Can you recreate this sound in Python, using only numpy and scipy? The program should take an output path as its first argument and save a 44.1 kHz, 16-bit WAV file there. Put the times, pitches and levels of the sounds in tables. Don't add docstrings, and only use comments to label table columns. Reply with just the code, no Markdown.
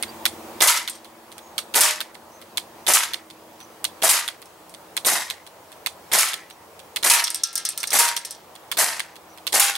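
import sys
import numpy as np
from scipy import signal
from scipy.fft import rfft, irfft
from scipy.io import wavfile
from scipy.ndimage import uniform_filter1d, minimum_filter1d

SR = 44100
rng = np.random.default_rng(int(sys.argv[2]) if len(sys.argv) > 2 else 0)


def materialize(psi):
    bounded = np.clip(np.atleast_2d(psi).T, -1, 1)
    quanta = np.round(bounded * 32767).astype(np.int16)
    wavfile.write(sys.argv[1], SR, quanta)


def nominal_scale(level):
    x = np.asarray(level, float) / 20
    return 10 ** x


N = 430857

# (frequency [Hz], likeness [1 = same noise])
SHOT_SAME = [(60, 0.95), (240, 1), (950, 0.89), (3770, 0.61), (15000, 0.99)]
# (frequency [Hz], relative level [dB])
BODY = [(180, -47), (300, -20.5), (1130, 0.5), (2600, -5), (3330, -5.5), (9230, -8.5), (12000, -10),
        (15600, -41)]
ECHO_MS = 99


def read(points, hz):
    f, value = np.transpose(points)
    return np.interp(np.log(hz + 1), np.log(f + 1), value)


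def evened(x):
    return x / np.sqrt(np.mean(x ** 2) + 1e-20)


def add(mix, s, sound):
    part = mix[..., round(s * SR):][..., :sound.shape[-1]]
    part += sound[..., :part.shape[-1]]


def peaks(table, hz, floor_db):
    power = sum(nominal_scale(db) ** 2 / (1 + (2 * (hz - f) / width) ** 2) for f, width, db in table)
    return np.sqrt(nominal_scale(floor_db) ** 2 + power)


def bursts(count, size, colour, t60, same, grain_db, rise_ms, modal_db):
    hz, t = np.fft.rfftfreq(size, 1 / SR), np.arange(size) / SR
    a, b, grains, ragged = np.moveaxis(rng.standard_normal((count, size, 4)), 2, 0)
    ragged = evened(uniform_filter1d(ragged, size=size // 800))
    ragged = nominal_scale(modal_db * ragged[:, None, :len(hz)])
    lumps = nominal_scale(grain_db * evened(uniform_filter1d(grains ** 2 - 1, size=30)))
    alike = np.clip(read(same, hz), -1, 1)
    left = rfft(a * lumps)
    right = alike * left + np.sqrt(1 - alike ** 2) * rfft(b * lumps)
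    spectrum = np.stack([left, right], 1) * evened(colour(hz)) * evened(ragged)
    centres = np.geomspace(125, 16000, 8)
    octave = np.clip(np.log2(hz / 125 + 1e-9), 0, 7)
    swell = evened(uniform_filter1d(rng.standard_normal((count, len(centres), 1, size)), size=400))
    out = 0
    for k, centre in enumerate(centres):
        band = irfft(spectrum * np.maximum(1 - abs(octave - k), 0), size)
        out = out + band * nominal_scale(2 * swell[:, k] - 60 * t / read(t60, centre))
    return out * -np.expm1(-t * 1000 / rise_ms)


def ticks(count, top_hz, low_hz=1200):
    # (frequency [Hz], width [Hz], relative level [dB])
    metal = [(2130, 90, -5.5), (3420, 270, -1.5), (4280, 660, -5), (9030, 910, -2.5), (11800, 3400, -10.5)]
    # (frequency [Hz], left minus right [dB])
    metal_lean = [(60, -6), (380, 12), (2380, -8), (15000, 3.5)]
    # (frequency [Hz], likeness [1 = same noise])
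    metal_same = [(600, 0.91), (4000, 0.2), (15000, 0.76)]

    def colour(hz):
        lean = nominal_scale(np.array([[.5], [-.5]]) * read(metal_lean, hz))
        bass_cut = np.minimum(hz / low_hz, 1) ** 2
        return peaks(metal, hz, floor_db=-12) * bass_cut * lean / np.hypot(1, hz / top_hz)

    # (frequency [Hz], time to sink 60 dB [s])
    tick_t60 = [(1000, .03), (4000, .028), (15000, .014)]
    tail_t60 = [(1000, 0.05), (6000, 0.19), (15000, 0.095)]
    tick = bursts(count, 6144, colour, tick_t60, metal_same, grain_db=2, rise_ms=.15, modal_db=3)
    tail = bursts(count, 6144, colour, tail_t60, metal_same, grain_db=0.86, rise_ms=0.5, modal_db=3)
    return tick + nominal_scale(-16) * tail


def wash():
    # (frequency [Hz], relative level [dB])
    wash_colour = [(30, -39), (86, -8.5), (230, -9.5), (500, -1), (950, -0.5), (1500, -10.5), (4400, -18),
                   (16300, -23)]
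    # (frequency [Hz], likeness [1 = same noise])
    wash_same = [(60, 1.0), (240, 0.91), (950, 0.69), (3770, 0.063), (15000, 1)]
    frames, hz = N // 256 + 5, np.fft.rfftfreq(1024, 1 / SR)
    a, b, c, d, patches = rng.standard_normal((frames, 513, 5)).T
    patches = uniform_filter1d(patches, size=10, axis=0)
    patches = evened(uniform_filter1d(patches, size=12, axis=1))
    same = np.clip(read(wash_same, hz), -1, 1)[:, None]
    left = a + 1j * b
    right = same * left + np.sqrt(1 - same ** 2) * (c + 1j * d)
    spectra = np.array([left, right]) * nominal_scale(read(wash_colour, hz)[:, None] + 1.2 * patches)
    noise = signal.istft(spectra, nperseg=1024, noverlap=768)[1][:, :N]
    return nominal_scale(-47.5) * evened(noise)


def whine():
    whine_hz, whine_db = 15735, -64
    return nominal_scale(whine_db) * np.sin(2 * np.pi * whine_hz * np.arange(N) / SR)


def engine():
    # (time [s], level [dB])
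    throb_fade = [(0, -53.5), (1.5, -57), (3.5, -59), (4.5, -69), (9.8, -80)]
    # (frequency [Hz], width [Hz], relative level [dB])
    pipe = [(223.8, 9.4, 0), (339, 29, -3.5)]
    # (multiple of the idling speed, level [dB])
    hum_orders = [(5, -67.5), (10, -66), (18, -61.5)]
    idle_hz, waver_db = 17.7, 3
    t = np.arange(N) / SR
    slow = rng.standard_normal((N, 1 + len(hum_orders)))
    slow = evened(uniform_filter1d(slow, size=20000, axis=0).T)
    turns = np.cumsum(idle_hz * (1 + 0.0027 * slow[0])) / SR
    throb = sum(peaks(pipe, k * idle_hz, floor_db=-30) ** 2 * np.cos(2 * np.pi * k * turns)
                for k in range(8, 25))
    hum = sum(nominal_scale(db + waver_db * w) * np.sin(2 * np.pi * round(k) * turns)
              for (k, db), w in zip(hum_orders, slow[1:]))
    return nominal_scale(np.interp(t, *np.transpose(throb_fade))) * evened(throb) + hum


def squeaks():
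    # (start [s], end [s], held pitch [Hz], level [dB])
    squeak_list = [(0.076, 0.112, 4800, -50.5), (1.392, 1.53, 6700, -58), (2.309, 2.401, 6300, -53),
                   (3.584, 3.665, 6100, -50), (6.508, 6.545, 5940, -53), (9.278, 9.354, 5950, -58)]
    out = np.zeros(N)
    for start, end, held_hz, db in squeak_list:
        u = np.linspace(0, 1, round((end - start) * SR))
        wander = uniform_filter1d(rng.standard_normal((2, len(u))), size=150)
        waver, flutter = (evened(w) for w in wander)
        hz = held_hz * (1 - 0.17 * np.exp(-u / 0.12) - .06 * u ** 5) + 60 * waver
        whistle = np.sin(2 * np.pi * np.cumsum(hz) / SR)
        add(out, start, nominal_scale(db + 4.5 * flutter) * np.sin(np.pi * u) ** .9 * whistle)
    return out * nominal_scale(np.array([[-1.5], [1.5]]))


def pistol():
    take_up = [1.3174, 1.3808, 2.4149, 3.603, 4.7398, 5.7186, 6.7923, 8.553, 9.3753]
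    cocked = [.2541, 1.5799, 2.5722, 3.843, 4.9672, 5.8616, 6.9604, 7.8308, 8.7151, 9.4679]
    reset = [.8764, 2.0045, 3.1347, 4.2782, 5.3005, 6.333, 7.271, 8.1662, 8.9952, 9.7533]
    let_off = [1.0455, 2.145, 3.301, 4.4177, 5.4654, 6.5002, 9.1561]
    latch = [.0255]
    # (times [s], rough peak of the first tick [dB], of the second [dB])
    stages = [(take_up, -27, -28.5), (cocked, -6.5, -8.5), (reset, -8.5, -9), (let_off, -26, -26),
              (latch, -18, -17)]
    # (times [s], pitch [Hz], level [dB])
    snaps = [(reset, 3540, -13), (latch, 9600, -16.5)]
    second_ms = 7.5
    snap_at_ms, snap_ms = 1.178, 0.45

    out = np.zeros((2, N))
    clicks = [(s, db, second_db) for times, db, second_db in stages for s in times]
    bright = ticks(len(clicks), top_hz=14900)
    dull = ticks(len(clicks), top_hz=3800)
    for (s, db, second_db), first, second in zip(clicks, bright, dull):
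        add(out, s, nominal_scale(db) * first / 3)
        add(out, s + second_ms / 1000, nominal_scale(second_db) * second / 3)
    ms = np.arange(200) * 1000 / SR - snap_at_ms
    for times, snap_hz, db in snaps:
        snap = nominal_scale(db) * np.exp(-(ms / snap_ms) ** 2) * np.sin(2 * np.pi * snap_hz * ms / 1000)
        for s in times:
            add(out, s, snap)
    return out


def cans():
    # (time [s], level [dB], wall against rim [dB])
    knocks = [(0.8974, -12.5, -28), (.953, -26, -7), (4.4561, -32.5, -4), (4.6941, -33, -7), (7.137, 2, -8),
              (7.2394, -2.5, 7.5), (7.3023, -9, -8), (7.345, -5, -6), (7.435, -0.5, 6.5), (7.4713, -17, -5),
              (7.529, -19.5, -4), (7.5547, -6, -0.5), (7.577, -9, -2), (7.651, -7.5, 2.5),
              (7.6889, -7, -11), (7.7762, -8.5, -8), (7.803, -17, -1), (7.872, -15.5, 2), (7.9044, -12, -1),
              (8.1645, -9, -4), (8.2487, -11.5, -6), (8.308, -14.5, -10)]
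    # (frequency [Hz], width [Hz], relative level [dB])
    rim_notes = [(8600, 430, 8), (9770, 510, 3), (11300, 530, -1.5)]
    # (frequency before detuning [Hz], relative level [dB])
    can_modes = [(1270, -4), (1357, -0.5), (1621, -3.5), (1725, -2), (1800, -4), (1930, -9), (2132, -4),
                 (2719, -6.5), (3390, -6)]
    low_t60, low_db, spread_db = .3, -33, 4
    detune = .006
    out, count, size = np.zeros((2, N)), len(knocks), 16384

    def rim_colour(hz):
        return peaks(rim_notes, hz, floor_db=-9.0) * np.minimum(hz / 4000, 1) ** 2

    def wall_colour(hz):
        return peaks([(5720, 700, 0)], hz, floor_db=-48) * np.minimum(hz / 3500, 1) ** 2

    # (frequency [Hz], time to sink 60 dB [s])
    rim_t60 = [(3000, 0.45), (8000, 0.13), (15000, 0.032)]
    wall_t60 = [(3000, 0.27), (6000, 0.055), (12000, 0.09)]
    rim = bursts(count, size, rim_colour, rim_t60, SHOT_SAME, grain_db=2, rise_ms=0.14, modal_db=4)
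    wall = bursts(count, size, wall_colour, wall_t60, SHOT_SAME, grain_db=1.4, rise_ms=1.0, modal_db=3.3)
    t = np.arange(size) / SR
    mode_hz, mode_db = np.transpose(can_modes)
    strength, tune = rng.standard_normal((count, len(can_modes), 2)).T
    tuned_hz = mode_hz * (1 + detune * tune.T)
    modes = np.sin(2 * np.pi * tuned_hz[..., None] * t) * nominal_scale(low_db - 60 * t / low_t60)
    low = np.einsum("nm,nmt->nt", nominal_scale(mode_db + spread_db * strength.T), modes)
    contact = 1 + 1.5 * np.exp(-t / .003)
    for k, (s, db, wall_db) in enumerate(knocks):
        ringing = (rim[k] + nominal_scale(wall_db) * wall[k]) * contact / 6
        add(out, s, nominal_scale(db) * (ringing + nominal_scale(min(wall_db, 0)) * low[k]))
    return out


def hits():
    # (time [s], strike level [dB], ring of that can [Hz], ring level [dB])
    strikes = [(.6728, 1, 975, -13.5), (1.807, 2.5, 612, -16), (2.9352, 3, 938, -16), (4.0896, 2, 944, -14),
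               (6.1855, -1, 1330, -15), (7.0982, 5.5, 944, -7.5), (7.9873, 1.5, 941, -5.5),
               (9.5962, 3, 802, -11)]
    misses = [5.1177, 8.8435]
    # (frequency [Hz], relative level [dB])
    crack_colour = [(1180, -36.5), (2000, -10), (3460, -11), (10000, -2), (16000, -17)]
    # (frequency [Hz], time to sink 60 dB [s])
    crack_t60 = [(3000, 0.4), (10000, 0.19), (15000, 0.22)]
    # (frequency [Hz], time to sink 60 dB [s])
    body_t60 = [(600, 0.38), (2000, 0.5), (12000, 0.39)]
    echo_t60 = [(1000, 0.011), (12000, 0.068)]
    body_db, echo_db = -9.5, -14
    ring_t60, ring_rise_s = 0.34, 0.0067
    miss_db, miss_ms = 0, .8
    open_sky_db = 150

    out, count, t = np.zeros((2, N)), len(strikes), np.arange(24576) / SR
    crack = bursts(count, len(t), lambda hz: nominal_scale(read(crack_colour, hz)), crack_t60, SHOT_SAME,
                   grain_db=0.21, rise_ms=0.16, modal_db=3.1)
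    body = bursts(count, len(t), lambda hz: nominal_scale(read(BODY, hz)), body_t60, SHOT_SAME,
                  grain_db=3.8, rise_ms=2.7, modal_db=2.8)
    echo = bursts(count, 8192, lambda hz: nominal_scale(read(BODY, hz)), echo_t60, SHOT_SAME,
                  grain_db=0.74, rise_ms=0.95, modal_db=3.0)
    fade = nominal_scale(-open_sky_db * np.maximum(t - ECHO_MS / 1000, 0))
    for k, (s, strike_db, ring_hz, ring_db) in enumerate(strikes):
        ring = nominal_scale(ring_db - 60 * t / ring_t60) * np.sin(2 * np.pi * ring_hz * t)
        ring = ring * -np.expm1(-t / ring_rise_s)
        strike = nominal_scale(strike_db) * (crack[k] + nominal_scale(body_db) * body[k])
        add(out, s, strike * fade + ring)
        add(out, s + ECHO_MS / 1000, nominal_scale(strike_db + echo_db) * echo[k])
    for s, snap in zip(misses, crack):
        add(out, s, nominal_scale(miss_db) * snap * np.exp(-t * 1000 / miss_ms))
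    return out


def shots():
    falls = [.61, 1.7444, 2.8708, 4.0238, 5.0529, 6.121, 7.0329, 7.9216, 8.7753, 9.5289]
    # (time from the hammer fall [ms], level [dB])
    hammer = [(-5, -23), (-0.64, -16.5), (13.5, -24.5)]
    # (frequency [Hz], relative level [dB])
    blast_colour = [(59, -64), (100, -30), (691, -3.5), (1420, -12), (1910, -6), (2630, -14), (10000, -5),
                    (13800, -11.5), (16000, -31)]
    # (frequency [Hz], time to sink 60 dB [s])
    blast_t60 = [(200, 0.37), (600, 0.24), (1500, 0.54), (5000, 0.4), (12000, 0.27)]
    blast_ms, blast_db = 6.2, -3
    near_ms, near_db = 28, -8.5
    far_db = -19

    out, count = np.zeros((2, N)), len(falls)
    tick = ticks(count * len(hammer), top_hz=9700, low_hz=460).reshape(count, len(hammer), 2, -1)
    blast = bursts(count, 16384, lambda hz: nominal_scale(read(blast_colour, hz)), blast_t60, SHOT_SAME,
                   grain_db=2.4, rise_ms=20, modal_db=2.4)
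    echoes = bursts(count, 4096, lambda hz: nominal_scale(read(BODY, hz)), [(1000, 0.11)], SHOT_SAME,
                    grain_db=1.5, rise_ms=1.5, modal_db=1.7)
    for s, clicks, gas, echo in zip(falls, tick, blast, echoes):
        for (ms, tick_db), sound in zip(hammer, clicks):
            add(out, s + ms / 1000, nominal_scale(tick_db) * sound)
        add(out, s + blast_ms / 1000, nominal_scale(blast_db) * gas)
        add(out, s + near_ms / 1000, nominal_scale(near_db) * echo)
        add(out, s + ECHO_MS / 1000, nominal_scale(far_db) * echo)
    return out


def scene():
    background = wash() + whine() + engine()
    return background + squeaks() + pistol() + cans() + hits() + shots()


def held(level_db, db_per_s):
    fall = np.arange(N) * db_per_s / SR
    return np.maximum.accumulate(level_db + fall) - fall


def band_limit(x):
    return signal.sosfilt(signal.butter(12, 16520, fs=SR, output="sos"), x)


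def record(dry):
    power_db = 10 * np.log10(abs(uniform_filter1d((dry ** 2).mean(0), size=88)) + 1e-12)
    over_db = np.maximum(power_db + 17, 0)
    ahead_db = -minimum_filter1d(-over_db, size=260)
    quick_db = .6 * uniform_filter1d(held(ahead_db, db_per_s=140), size=130)
    slow_db = uniform_filter1d(held(np.minimum(over_db, 9), db_per_s=4.0), size=400, origin=190)
    held_down = np.clip(dry * nominal_scale(7.5 - quick_db - slow_db), -1, 1)
    bass_cut = signal.sosfilt(signal.butter(1, 60, "high", fs=SR, output="sos"), held_down)
    top_cut = signal.sosfilt(signal.cheby2(10, 50, 16700, fs=SR, output="sos"), bass_cut)
    return band_limit(top_cut)


dry = scene()
out = record(dry)
materialize(out)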